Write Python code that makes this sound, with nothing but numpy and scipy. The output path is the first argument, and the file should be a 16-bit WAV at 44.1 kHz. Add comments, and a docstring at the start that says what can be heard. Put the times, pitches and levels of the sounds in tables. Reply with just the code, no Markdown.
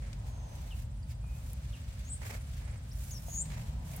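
"""A dog is walked across a park lawn: paws and shoes swish through the grass and a few steps crunch,
all made of tiny snaps on friction noise. Leash and twigs tick as short, damped bursts of noise.
A near bird gives thin, buzzy whistles on two gliding voices and one rising note; others chirp far off.
Behind them sit faint pulsing insects, the steady low rumble of the town, and a faint hiss with
continuous grass rustle; the rustle pauses briefly."""
import sys
import numpy as np
from scipy import signal
from scipy.fft import rfft, irfft
from scipy.io import wavfile
from scipy.ndimage import uniform_filter1d

SR = 44100
rng = np.random.default_rng(int(sys.argv[2]) if len(sys.argv) > 2 else 0)


def wrap_up_sound(samples):
    """Save the sound to the file named by the first command line argument, as 16-bit audio."""
    columns = np.atleast_2d(samples).T
    # keep every value between -1 and 1, then stretch to whole-number steps
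    tamed = np.clip(columns, -1, 1)
    steps = np.round(tamed * 32767).astype(np.int16)
    wavfile.write(sys.argv[1], SR, steps)


N = 176400
TIME = np.arange(N) / SR

# a leg brushes the grass: middle_s, length_s, stems_db, blades_db
GRASS_SWISHES = [(.285, 0.03, -60.5, -62.5), (0.63, 0.17, -62, -64), (0.797, 0.067, -64.5, -62),
                 (1.113, 0.036, -60.5, -61.5), (1.415, 0.18, -69, -62), (1.905, 0.52, -63, -68),
                 (2.304, .1, -56.5, -54), (2.54, 0.14, -60.5, -64.5), (3.074, 0.19, -61.5, -54),
                 (3.316, 0.11, -62.5, -53.5), (3.58, 0.2, -58, -61.5), (3.933, 0.11, -59.5, -56.5)]
# colour of the dull stems: frequency_hz, gain_db
STEM_EQ = [(900, 0), (2200, 8.5), (8000, 1.5), (14000, -29)]
# colour of the crisp blades: frequency_hz, gain_db
BLADE_EQ = [(5000, -3), (7000, 3.5), (15500, -1)]
# the blades lean right: frequency_hz, left_minus_right_db
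BLADE_BALANCE = [(8000, -2), (11000, -8.5)]
# a sole presses the turf: start_s, hold_s, level_db
FOOTSTEPS = [(.02, 0.096, -59), (2.216, 0.034, -49), (2.295, 0.042, -47.5), (2.6, 0.15, -59),
             (3.5, 0.085, -54.5), (3.93, .07, -56.5)]
# colour of the crunch: frequency_hz, gain_db
TURF_EQ = [(400, -2.5), (600, 2.5), (1200, -5), (2200, 0.5), (3200, -13), (7000, -12.5)]
# leash and twigs: start_s, level_db, centre_hz, width_octaves, t60_s
KNOCKS = [(0.13, -44.5, 3300, 2, .025), (1.241, -55, 950, 0.84, 0.059), (1.532, -40.5, 10800, 1.04, 0.014),
          (3.283, -38.5, 620, 0.39, 0.044), (3.962, -41.5, 12600, 0.85, .05)]
# the near bird, one curve per voice of each whistle: time_s, pitch_hz, level_db
WHISTLE_CURVES = [
    [(2.04, 6100, -63.5), (2.09, 7000, -54.5), (2.105, 7850, -50), (2.125, 7900, -41), (2.14, 7450, -57),
     (2.18, 7400, -66)],
    [(2.092, 8800, -61), (2.103, 8150, -45.5), (2.125, 8100, -42.5), (2.14, 8550, -40), (2.18, 8850, -60)],
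    [(3.108, 5000, -51), (3.115, 6900, -46), (3.135, 6350, -49), (3.15, 5700, -53.5), (3.185, 5350, -50)],
    [(3.26, 6450, -65.5), (3.33, 6700, -45.5), (3.375, 6650, -38.5), (3.405, 7000, -36), (3.43, 7700, -37)],
    [(3.35, 8850, -56), (3.402, 8600, -47), (3.425, 8400, -35), (3.434, 8350, -52)],
]
# short chirps, distant but for the near bird's last one: start_s, length_s, start_hz, end_hz, level_db
BIRD_CHIRPS = [(0.24, 0.41, 6640, 6150, -68), (0.705, 0.034, 3590, 2630, -53.5),
               (1.028, 0.0083, 5040, 4460, -61), (1.102, 0.012, 5050, 4670, -62),
               (1.222, 0.164, 2400, 2504, -67.5), (1.726, 0.035, 3780, 2510, -56.5),
               (2.912, 0.015, 4460, 5740, -55)]
# insects: pitch_hz, arch_hz, bandwidth_hz, pulse_rate_hz, first_peak_s, sharpness, level_db
CHIRRS = [(9200, 520, 170, 4.16, .055, .6, -75), (8400, 0, 300, 16.667, .015, 4, -71),
          (7600, 0, 260, 16.667, .015, 4, -73)]
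# colour of the town rumble: frequency_hz, gain_db
RUMBLE_EQ = [(33, -48), (42, -2), (52, 3), (70, 0), (95, -7), (120, -3.5), (160, -15.5), (255, -24.5),
             (350, -41.5)]
# colour of the far traffic: frequency_hz, gain_db
TRAFFIC_EQ = [(150, 2.5), (290, -27.5)]
# colour of the far low-mid wash: frequency_hz, gain_db
WASH_EQ = [(300, 6.5), (440, 6), (560, 13), (980, 14), (1250, -4)]
# fader ride of that wash: time_s, level_db
WASH_FADER = [(0, -77), (.25, -59), (.57, -58.5), (.95, -68.5), (1.42, -63), (1.7, -70.5), (2.9, -69.5),
              (3.4, -60.5), (4, -58.5)]
# colour of the faint hiss and continuous grass rustle: frequency_hz, gain_db
HISS_RUSTLE_EQ = [(250, -3.5), (420, -5.5), (560, 2.5), (950, -9.5), (1250, -5.5), (8500, -15),
                  (10500, -24), (16000, -22.5)]
# stereo image, centred lows and wide highs: frequency_hz, left_right_correlation
STEREO_IMAGE = [(140, .99), (300, 0.84), (600, 0.037), (1300, -0.065), (4000, -0.096)]


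def walking(waver_db=2.0, waver_hz=35):
    """Paws and shoes cross the lawn; swishes and crunches waver in level."""
    return (grass_swishes() + turf_crunches()) * from_db(waver_db * drift(waver_hz))


def grass_swishes(steepness=4.5):
    """Legs rub past dull stems and crisp blades, each swish a bell-shaped swell."""
    power = np.zeros((2, N))
    for middle_s, length_s, stems_db, blades_db in GRASS_SWISHES:
        distance = np.abs(TIME - middle_s) / (length_s / np.sqrt(2))
        power += (from_db([[stems_db], [blades_db]]) / (1 + distance ** steepness)) ** 2
    stems, blades = np.sqrt(power)
    return stems * coloured(crackle(), STEM_EQ) + blades * coloured(crackle(), BLADE_EQ, BLADE_BALANCE)


def turf_crunches(attack_s=.001, release_s=.04):
    """A sole crushes the turf: the crunch bites, holds and dies away."""
    power = np.zeros(N)
    for start_s, hold_s, db in FOOTSTEPS:
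        age = TIME - start_s
        envelope = np.clip(age / attack_s, 0, 1) * np.exp(-np.maximum(age - hold_s, 0) / release_s)
        power += (from_db(db) * envelope) ** 2
    return np.sqrt(power) * coloured(crackle(), TURF_EQ) * pan(db=-3)


def crackle(snaps_per_s=1500, spread_db=2.5, friction_share=.4):
    """Dense tiny snaps of uneven size on smooth friction noise."""
    sizes = from_db(spread_db * np.minimum(rng.exponential(1, (2, N)), 5))
    signs = rng.choice([-1, 1], (2, N))
    snaps = rms_one(sizes * signs * (rng.random((2, N)) < snaps_per_s / SR))
    return np.sqrt(1 - friction_share) * snaps + np.sqrt(friction_share) * rng.standard_normal((2, N))


def leash_and_twigs():
    """Small, heavily damped knocks, each a band of noise with a one-cycle attack."""
    out = np.zeros((2, N))
    for start_s, db, hz, octaves, t60_s in KNOCKS:
        edges_hz = np.minimum(hz * 2 ** (np.array([-.5, .5]) * octaves), .45 * SR)
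        band = signal.butter(2, edges_hz, "band", fs=SR, output="sos")
        body = rms_one(signal.sosfilt(band, rng.standard_normal((2, N))))
        age = TIME - start_s
        out += body * np.clip(age * hz, 0, 1) * from_db(db - 60 * np.clip(age / t60_s, 0, 3))
    return out


def near_bird(buzz_rate_hz=360, buzz_depth_hz=150, buzz_db=2.5, left_lag_s=.000145):
    """The two sides of the syrinx glide on their own, each with a fast, rough flutter."""
    song = np.zeros(N)
    for curve in WHISTLE_CURVES:
        times, hz, db = np.transpose(curve)
        level = from_db(np.interp(TIME, times, db) + buzz_db * drift(buzz_rate_hz))
        pitch_hz = np.interp(TIME, times, hz) + buzz_depth_hz * drift(buzz_rate_hz)
        gate = uniform_filter1d(1. * ((TIME > times[0]) & (TIME < times[-1])), size=128)
        song += gate * level * tone(pitch_hz)
    direct = pan(db=6) * np.array([np.interp(TIME - left_lag_s, TIME, song), song])
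    early_reflections = from_db(-9) * echoes(song, t60_s=.09)
    return direct + early_reflections + from_db(-15) * echoes(song)


def bird_chirps(bend=1.8):
    """Short slurs softened by echoes: mostly distant, plus one rising note from the near bird."""
    song = np.zeros(N)
    flutter = .024 * drift(rate_hz=360) + .012 * drift(rate_hz=25)
    for start_s, length_s, start_hz, end_hz, db in BIRD_CHIRPS:
        progress = np.clip((TIME - start_s) / length_s, 0, 1)
        envelope = 2 * np.sqrt(progress * (1 - progress))
        pitch_hz = end_hz + (start_hz - end_hz) * (1 - progress) ** bend
        song += from_db(db) * envelope * tone(pitch_hz * (1 + flutter))
    return song + from_db(-5) * echoes(song)


def insects(swell_at_s=2.55, swell_width_s=.6, swell_db=6):
    """Faint chirrs in the grass: a slow pulse that arches in pitch and a quick two-band ticking."""
    out = np.zeros((2, N))
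    lift_db = swell_db / (1 + ((TIME - swell_at_s) / swell_width_s) ** 2)
    for hz, arch_hz, bandwidth_hz, rate_hz, peak_s, sharpness, db in CHIRRS:
        pulse = np.abs(np.cos(np.pi * rate_hz * (TIME - peak_s)))
        rasp = np.array([drift(bandwidth_hz) for _ in range(2)])
        out += from_db(db + lift_db) * pulse ** sharpness * tone(hz + arch_hz * pulse ** 2) * rasp
    return out


def hiss_and_rustle(pause_at_s=1.06, half_width_s=.25, dip_db=-3.5):
    """Faint hiss and continuous grass rustle; the level dips as the rustle pauses briefly."""
    pause_db = dip_db / (1 + ((TIME - pause_at_s) / half_width_s) ** 10)
    return from_db(-60 + pause_db) * coloured(rng.standard_normal((2, N)), HISS_RUSTLE_EQ)


def town(traffic_start_s=2.92, traffic_rise_s=.64):
    """Steady rumble, far traffic swelling late and a slowly changing wash."""
    colours = (RUMBLE_EQ, TRAFFIC_EQ, WASH_EQ)
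    rumble, traffic, wash = (coloured(rng.standard_normal((2, N)), eq) for eq in colours)
    traffic *= np.clip((TIME - traffic_start_s) / traffic_rise_s, 0, 1)
    wash *= from_db(np.interp(TIME, *np.transpose(WASH_FADER)))
    return from_db(-39.5) * rumble + from_db(-47) * traffic + wash


def echoes(x, t60_s=.42):
    """Trees and ground scatter a sound into a short diffuse tail."""
    tail = rng.standard_normal((2, SR)) * from_db(-60 * TIME[:SR] / t60_s)
    return signal.fftconvolve(x[None], rms_one(tail) / np.sqrt(SR), axes=1)[:, :N]


def coloured(source, eq, balance=None):
    """Shape two unrelated signals into stereo of rms 1, rolling off steeply outside the EQ curve."""
    hz = np.arange(N // 2 + 1) * SR / N
    mid, side = rfft(source)
    correlation = at_hz(STEREO_IMAGE, hz)
    polarity = np.array([[1], [-1]])
    stereo = np.sqrt(1 + correlation) * mid + polarity * np.sqrt(1 - correlation) * side
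    skirts = np.minimum(1, hz / eq[0][0]) ** 3 * np.minimum(1, eq[-1][0] / (hz + 1)) ** 3
    stereo *= from_db(at_hz(eq, hz)) * skirts
    if balance:
        stereo *= from_db(polarity * at_hz(balance, hz) / 2)
    return rms_one(irfft(stereo, N))


def tone(hz):
    """A sine of rms 1 that follows a pitch."""
    return np.sqrt(2) * np.sin(2 * np.pi * np.cumsum(hz) / SR)


def drift(rate_hz):
    """Smooth random modulation of rms 1."""
    lowpass = signal.butter(2, rate_hz, fs=SR, output="sos")
    return rms_one(signal.sosfilt(lowpass, rng.standard_normal(N + SR))[SR:])


def at_hz(points, hz):
    """Read a curve on a log-frequency axis."""
    frequencies, values = np.transpose(points)
    return np.interp(np.log(hz + 1), np.log(frequencies), values)


def pan(db):
    """Constant-power stereo gains; positive leans left."""
    return rms_one(from_db([[db / 2], [-db / 2]]))


def from_db(db):
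    """Decibels to gain."""
    return 10 ** (np.asarray(db) / 20)


def rms_one(x):
    """Scale to rms 1."""
    return x / np.sqrt(np.mean(x ** 2) + 1e-20)


def scene():
    """Lay the walk, the birds and the insects over the bed."""
    bed = town() + hiss_and_rustle()
    return bed + walking() + leash_and_twigs() + near_bird() + bird_chirps() + insects()


def record(dry):
    """A steep high cut on the whole mix."""
    high_cut = signal.ellip(12, .1, 80, 15900, fs=SR, output="sos")
    return signal.sosfilt(high_cut, dry)


dry = scene()
out = record(dry)
wrap_up_sound(out)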